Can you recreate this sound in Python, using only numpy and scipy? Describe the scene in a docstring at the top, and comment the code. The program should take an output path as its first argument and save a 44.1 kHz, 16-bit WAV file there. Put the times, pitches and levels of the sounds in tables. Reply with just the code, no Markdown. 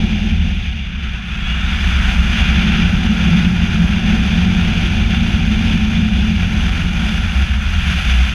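"""Hang glider turning and diving

Air rushes over a camera on the wing as the glider slows over the top of a steep turn and dives out.
The stream hisses through the housing, buffets the mount and sets the wing droning. Eddies shed by a tube
throb at a rate that follows the airspeed, the rigging whistles briefly, and a limiter holds thumps down."""
import sys
import numpy as np
from scipy.fft import rfft, irfft, next_fast_len
from scipy.io import wavfile
from scipy.ndimage import uniform_filter1d, minimum_filter1d, map_coordinates

SR = 44100
rng = np.random.default_rng(int(sys.argv[2]) if len(sys.argv) > 2 else 0)


def log_audio(samples):
    """Write samples as a 16-bit WAV file to the path given in sys.argv[1]."""
    # one column per channel
    frames = np.atleast_2d(samples).T
    # limit to full scale, then quantise
    limited = np.clip(frames, -1, 1)
    pcm = np.round(limited * 32767).astype(np.int16)
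    wavfile.write(sys.argv[1], SR, pcm)


N = 367794


def amp(db):
    """Decibels to gain."""
    return 10 ** (np.asarray(db) / 20)


def unit(x):
    """Scale to rms 1."""
    return x / np.sqrt(np.mean(np.abs(x) ** 2) + 1e-20)


def curves(rows):
    """One value per sample for each column after the time."""
    times_s, *columns = np.transpose(rows)
    return [np.interp(np.arange(N) / SR, times_s, column) for column in columns]


def wobble(knots_per_s):
    """Smooth random curve."""
    knots = rng.standard_normal(N // 20)
    return map_coordinates(knots, [np.arange(N) * knots_per_s / SR], mode="wrap")


def filtered(x, response):
    """Apply a gain given as a function of Hz."""
    size = next_fast_len(N + SR // 2)
    return irfft(rfft(x, size) * response(np.fft.rfftfreq(size, 1 / SR)), size)[:N]


def noise(response):
    """Noise of rms 1 with the given response."""
    return unit(filtered(rng.standard_normal(N), response))


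def below(f, edge_hz, order):
    """Low-pass gain."""
    return 1 / np.sqrt(1 + (f / edge_hz) ** (2 * order))


def above(f, edge_hz, order):
    """High-pass gain."""
    return np.sqrt(1 - below(f, edge_hz, order) ** 2)


def colour(spectrum, resonances, f):
    """Gain of a smooth spectrum with broad resonances on top."""
    hz, db = np.transpose(spectrum)
    lift_db = sum(lift * np.exp(-2 * ((f - centre) / width) ** 2) for centre, width, lift in resonances)
    return amp(np.interp(np.log(f + 1), np.log(hz), db, left=-120, right=-120) + lift_db)


def saturated(x, share, memory_s):
    """Evens out the swells of a shaking part, so its level holds steadier."""
    power = np.abs(uniform_filter1d(x ** 2, int(memory_s * SR))) + 0.022
    return unit(x / power ** (share / 2))


# Gusts (+) and lulls (-). Each row: start in seconds, length in seconds, change in dB.
GUSTS = [(1.42, 0.69, 1.5), (2.31, 0.55, 3.5), (3.197, 0.26, 1), (3.45, 0.064, -3.5), (3.78, .11, -3),
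         (5.09, 0.04, 3.5), (5.924, 0.037, 2), (6.45, 1.0, -1.2), (7.53, 0.17, -1.5), (7.75, 0.67, 1),
         (8.07, 0.054, 2)]

def gusts(attack_s=0.021, release_s=0.047):
    """Change of the stream in dB: each gust or lull sets in fast, holds and lets go."""
    change_db = np.zeros(N)
    for start_s, length_s, db in GUSTS:
        end_s = start_s + max(length_s, attack_s)
        change_db += curves([(start_s, 0), (start_s + attack_s, db), (end_s, db), (end_s + release_s, 0)])[0]
    return change_db


# Spectrum of the rushing air. Each row: frequency in Hz, density in dB.
RUSH_SPECTRUM = [(500, -32), (800, -12), (1100, -16), (1400, -13.5), (2100, -7), (3550, -2.5), (3780, -16),
                 (5300, -25.5), (6500, -19.5), (7100, -30.5), (9600, -41.5), (11200, -43), (15200, -47.5)]
# Housing resonances. Each row: centre in Hz, width in Hz, lift in dB.
HOUSING_RESONANCES = [(1409, 210, 8), (1670, 180, 3.5), (2419, 310, 7), (2801, 133, 5.5), (3400, 68, 1.5),
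                      (3900, 83, 4.5), (4500, 180, 5), (4894, 270, 9), (5500, 450, 5.5), (6120, 270, 6.0),
                      (8970, 700, 5.5), (10290, 800, 12.5), (12510, 1270, 6.2)]

def housing(f):
    """Colour of moving air heard through the camera's case."""
    return colour(RUSH_SPECTRUM, HOUSING_RESONANCES, f)


# Spectra of buffet and rumble. Each row: frequency in Hz, density in dB.
BUFFET_SPECTRUM = [(8, -20), (25, -2.5), (36, 2), (53, -1), (75, 0.5), (105, -5.5), (150, -6.5), (230, -26),
                   (300, -45)]
RUMBLE_SPECTRUM = [(150, -42), (230, 5.5), (260, 2.5), (300, -1.5), (410, -7.5), (600, -7), (900, -6),
                   (1100, -16.5), (1500, -47)]
# Resonances in the rumble. Each row: centre in Hz, width in Hz, lift in dB.
RUMBLE_RESONANCES = [(355, 30, 6), (750, 90, 7)]
# Roar, the low edge of the rush. Each row: time in seconds, level in dB.
ROAR_LEVELS = [(0, -39), (.7, -43), (1.2, -35.5), (1.6, -31), (2.05, -27.5), (3.1, -30), (3.8, -31.5),
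               (5.6, -32.5), (6.1, -35), (6.8, -30.5), (8.34, -30)]
# Air layers by name. Each row: steady-flight level in dB, then dB per dB of flow, of load, of gust.
AIR_LAYERS = {"buffet": (-21, 0.2, 0.36, 0.43), "rumble": (-34.5, 0.1, 0.86, 0.3),
              "hollow": (-38, 0.6, .38, 0.3), "rush": (-26.8, 0.45, 0.05, 1.13),
              "sizzle": (-40.5, 0.76, 0.04, .65), "hiss": (-53, 1.18, -0.16, .25)}

def air(flow_db, load_db):
    """Buffeting on the case; above it, noise bands that flutter with the same turbulence."""
    gust_db = gusts()
    gain = {name: amp(db + by_flow * flow_db + by_load * load_db + by_gust * gust_db)
            for name, (db, by_flow, by_load, by_gust) in AIR_LAYERS.items()}
    gain["roar"] = amp(curves(ROAR_LEVELS)[0] + 0.57 * gust_db)
    flutter_db = 0.66 * wobble(10) + 0.5 * wobble(28) + 0.55 * wobble(90) + 0.81 * wobble(320)
    buffet = saturated(noise(lambda f: colour(BUFFET_SPECTRUM, [], f)), share=0.66, memory_s=0.11)
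    bands = {"rumble": lambda f: colour(RUMBLE_SPECTRUM, RUMBLE_RESONANCES, f) * below(f, 490, order=6),
             "hollow": lambda f: colour(RUMBLE_SPECTRUM, RUMBLE_RESONANCES, f) * above(f, 526, order=6),
             "roar": lambda f: housing(f) * above(f, 990, order=6) * below(f, 1840, order=6),
             "rush": lambda f: housing(f) * above(f, 1630, order=6) * below(f, 4060, order=10),
             "sizzle": lambda f: housing(f) * above(f, 3896, order=24) * below(f, 6840, order=14),
             "hiss": lambda f: housing(f) * above(f, 6950, order=20)}
    stream = sum(gain[name] * noise(band) for name, band in bands.items())
    return gain["buffet"] * buffet + amp(flutter_db) * stream


# Frame swells. Each row: resonance name, middle in seconds, length in seconds, lift in dB.
SURGES = [("mount", 1.546, 0.31, 5), ("mount", 2.308, 1, 6.7), ("mount", 3.75, .3, 4.2),
          ("mount", 5.3, .4, 3.5), ("mount", 7.42, 0.6, 6.3), ("mount", 8.17, 0.34, 12.7),
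          ("lower wing", 2.78, 0.66, 4.1), ("lower wing", 3.37, 0.26, 8.9), ("lower wing", 3.79, .4, 5.9),
          ("lower wing", 4.55, .45, 5), ("upper wing", 3.15, 0.65, 3.04), ("upper wing", 4.17, 0.32, 4.2),
          ("upper wing", 6.02, 0.92, 4.7)]

def surges(resonance):
    """Lift in dB as one resonance catches the turbulence, a smooth arch each time."""
    t = np.arange(N) / SR
    return sum(db * np.cos(np.pi * np.clip((t - middle_s) / length_s, -.5, .5))
               for name, middle_s, length_s, db in SURGES if name == resonance)


# Mount and wing resonances by name.
# Each row: centre in Hz, width in Hz, level in dB, dB per dB of flow, dB per dB of load.
FRAME_RESONANCES = {"mount": (64.1, 5, -22, 0.23, 0.04), "lower wing": (174, 8.5, -23, 0.15, .68),
                    "upper wing": (213, 14.5, -22.5, -0.13, 1.0)}

def frame(flow_db, load_db):
    """The stream rings the mount and the load makes the wing drone; each resonance swells on its own."""
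    out = np.zeros(N)
    for name, (hz, width_hz, db, by_flow, by_load) in FRAME_RESONANCES.items():
        def response(f):
            ringing = f * width_hz / np.hypot(hz * hz - f * f, f * width_hz)
            return ringing * above(f, 0.67 * hz, order=5) * below(f, 1.118 * hz, order=10)
        swing = saturated(noise(response), share=0.42, memory_s=0.1)
        level_db = db + by_flow * flow_db + by_load * load_db + surges(name) + 0.9 * wobble(9)
        out += amp(level_db) * swing
    return out


# Eddy shedding. Each row: time in seconds, rate in Hz, level in dB.
SHEDDING = [(0, 40.64, -17), (.45, 39, -13.5), (.75, 37.35, -24.5), (1.2, 35.4, -27), (1.7, 37.5, -16),
            (2.2, 35.46, -16), (3.3, 43.23, -21), (5.5, 46, -19), (6.4, 42.6, -19.5), (7.1, 41.57, -21.5),
            (7.8, 39.3, -16.5), (8.34, 33.85, -21)]
# Its harmonics. Each row: multiple of the rate, relative level in dB.
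SHEDDING_HARMONICS = [(1, -4.5), (2, -2), (4, -18.5), (5, -7.5)]

def eddies():
    """A tube sheds eddies in an unsteady throb; the upper harmonics grow with airspeed."""
    rate_hz, level_db = curves(SHEDDING)
    phase = 2 * np.pi * np.cumsum(rate_hz * (1 + 0.0117 * wobble(16))) / SR
    relative_speed = rate_hz / rate_hz.max()
    throb = np.zeros(N)
    for multiple, db in SHEDDING_HARMONICS:
        gain = amp(db + 2.06 * wobble(12)) * relative_speed ** (1.1 * (multiple - 1))
        throb += gain * np.sin(multiple * phase + 0.52 * wobble(18))
    return amp(level_db + 1.5) * throb


# Wire whistles. Each row: start in seconds, length in seconds, start in Hz, end in Hz, peak in dB.
WHISTLES = [(1.26, .17, 2410, 2670, -32), (1.4, .14, 3220, 3470, -27), (1.46, .12, 2730, 2900, -26),
            (1.55, .2, 3510, 3720, -33), (1.15, 1.3, 7630, 7620, -59)]

def rigging(glide_bend=0.88, shake_share=0.0182):
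    """Wires whistle as the air speeds up. The short whistles glide up; turbulence shakes every pitch."""
    t, out = np.arange(N) / SR, np.zeros(N)
    for start_s, length_s, start_hz, end_hz, db in WHISTLES:
        progress = np.clip((t - start_s) / length_s, 0, 1)
        glide_hz = start_hz + (end_hz - start_hz) * progress ** glide_bend
        hz = glide_hz * (1 + shake_share * wobble(500))
        out += amp(db) * np.sin(np.pi * progress) * np.sin(2 * np.pi * np.cumsum(hz) / SR)
    return out


# Stream, weak atop the turn, building in the dive. Each row: time in seconds, dB re steady flight.
AIRFLOW = [(0, -4), (.3, -5.5), (.93, -12.5), (1.28, -7.5), (1.6, -3), (2.1, 2), (2.6, 0.5), (3.3, 0.5),
           (3.7, -0.5), (5.7, .5), (6.1, -1.3), (7.1, 2), (7.6, -1), (8.1, 3.5), (8.34, 1)]
# Wing load; the unloaded wing goes quiet. Each row: time in seconds, dB re steady flight.
WING_LOAD = [(0, 1.5), (.42, -3), (.65, -11.5), (1.2, -13.5), (1.55, -8.5), (2.1, -5), (2.75, 2.5),
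             (3.7, 1.5), (5.6, 1), (7.1, -3), (7.6, -9.5), (8.34, -8)]

def scene():
    """Flow and load drive the air and the frame; eddies and rigging join them at one microphone."""
    (flow_db,), (load_db,) = curves(AIRFLOW), curves(WING_LOAD)
    return (air(flow_db, load_db) + frame(flow_db, load_db) + eddies() + rigging())[None]


def limited(x, ceiling_db, hold_s):
    """Peaks over the ceiling briefly duck the whole sound."""
    needed_gain = np.minimum(1, amp(ceiling_db) / (np.abs(x) + 1e-9))
    span = int(hold_s * SR)
    return x * uniform_filter1d(minimum_filter1d(needed_gain, span), span)


def record(dry):
    """The camera limits peaks and bandwidth; both ends fade."""
    fade_s, top_hz = 0.003, 15150
    from_end = np.minimum(np.arange(N), np.arange(N)[::-1])
    fade = np.minimum(1, from_end / (fade_s * SR))
    held = limited(dry[0], ceiling_db=-2, hold_s=0.015)
    return filtered(fade * held, lambda f: f < top_hz)[None]


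dry = scene()
out = record(dry)
log_audio(out)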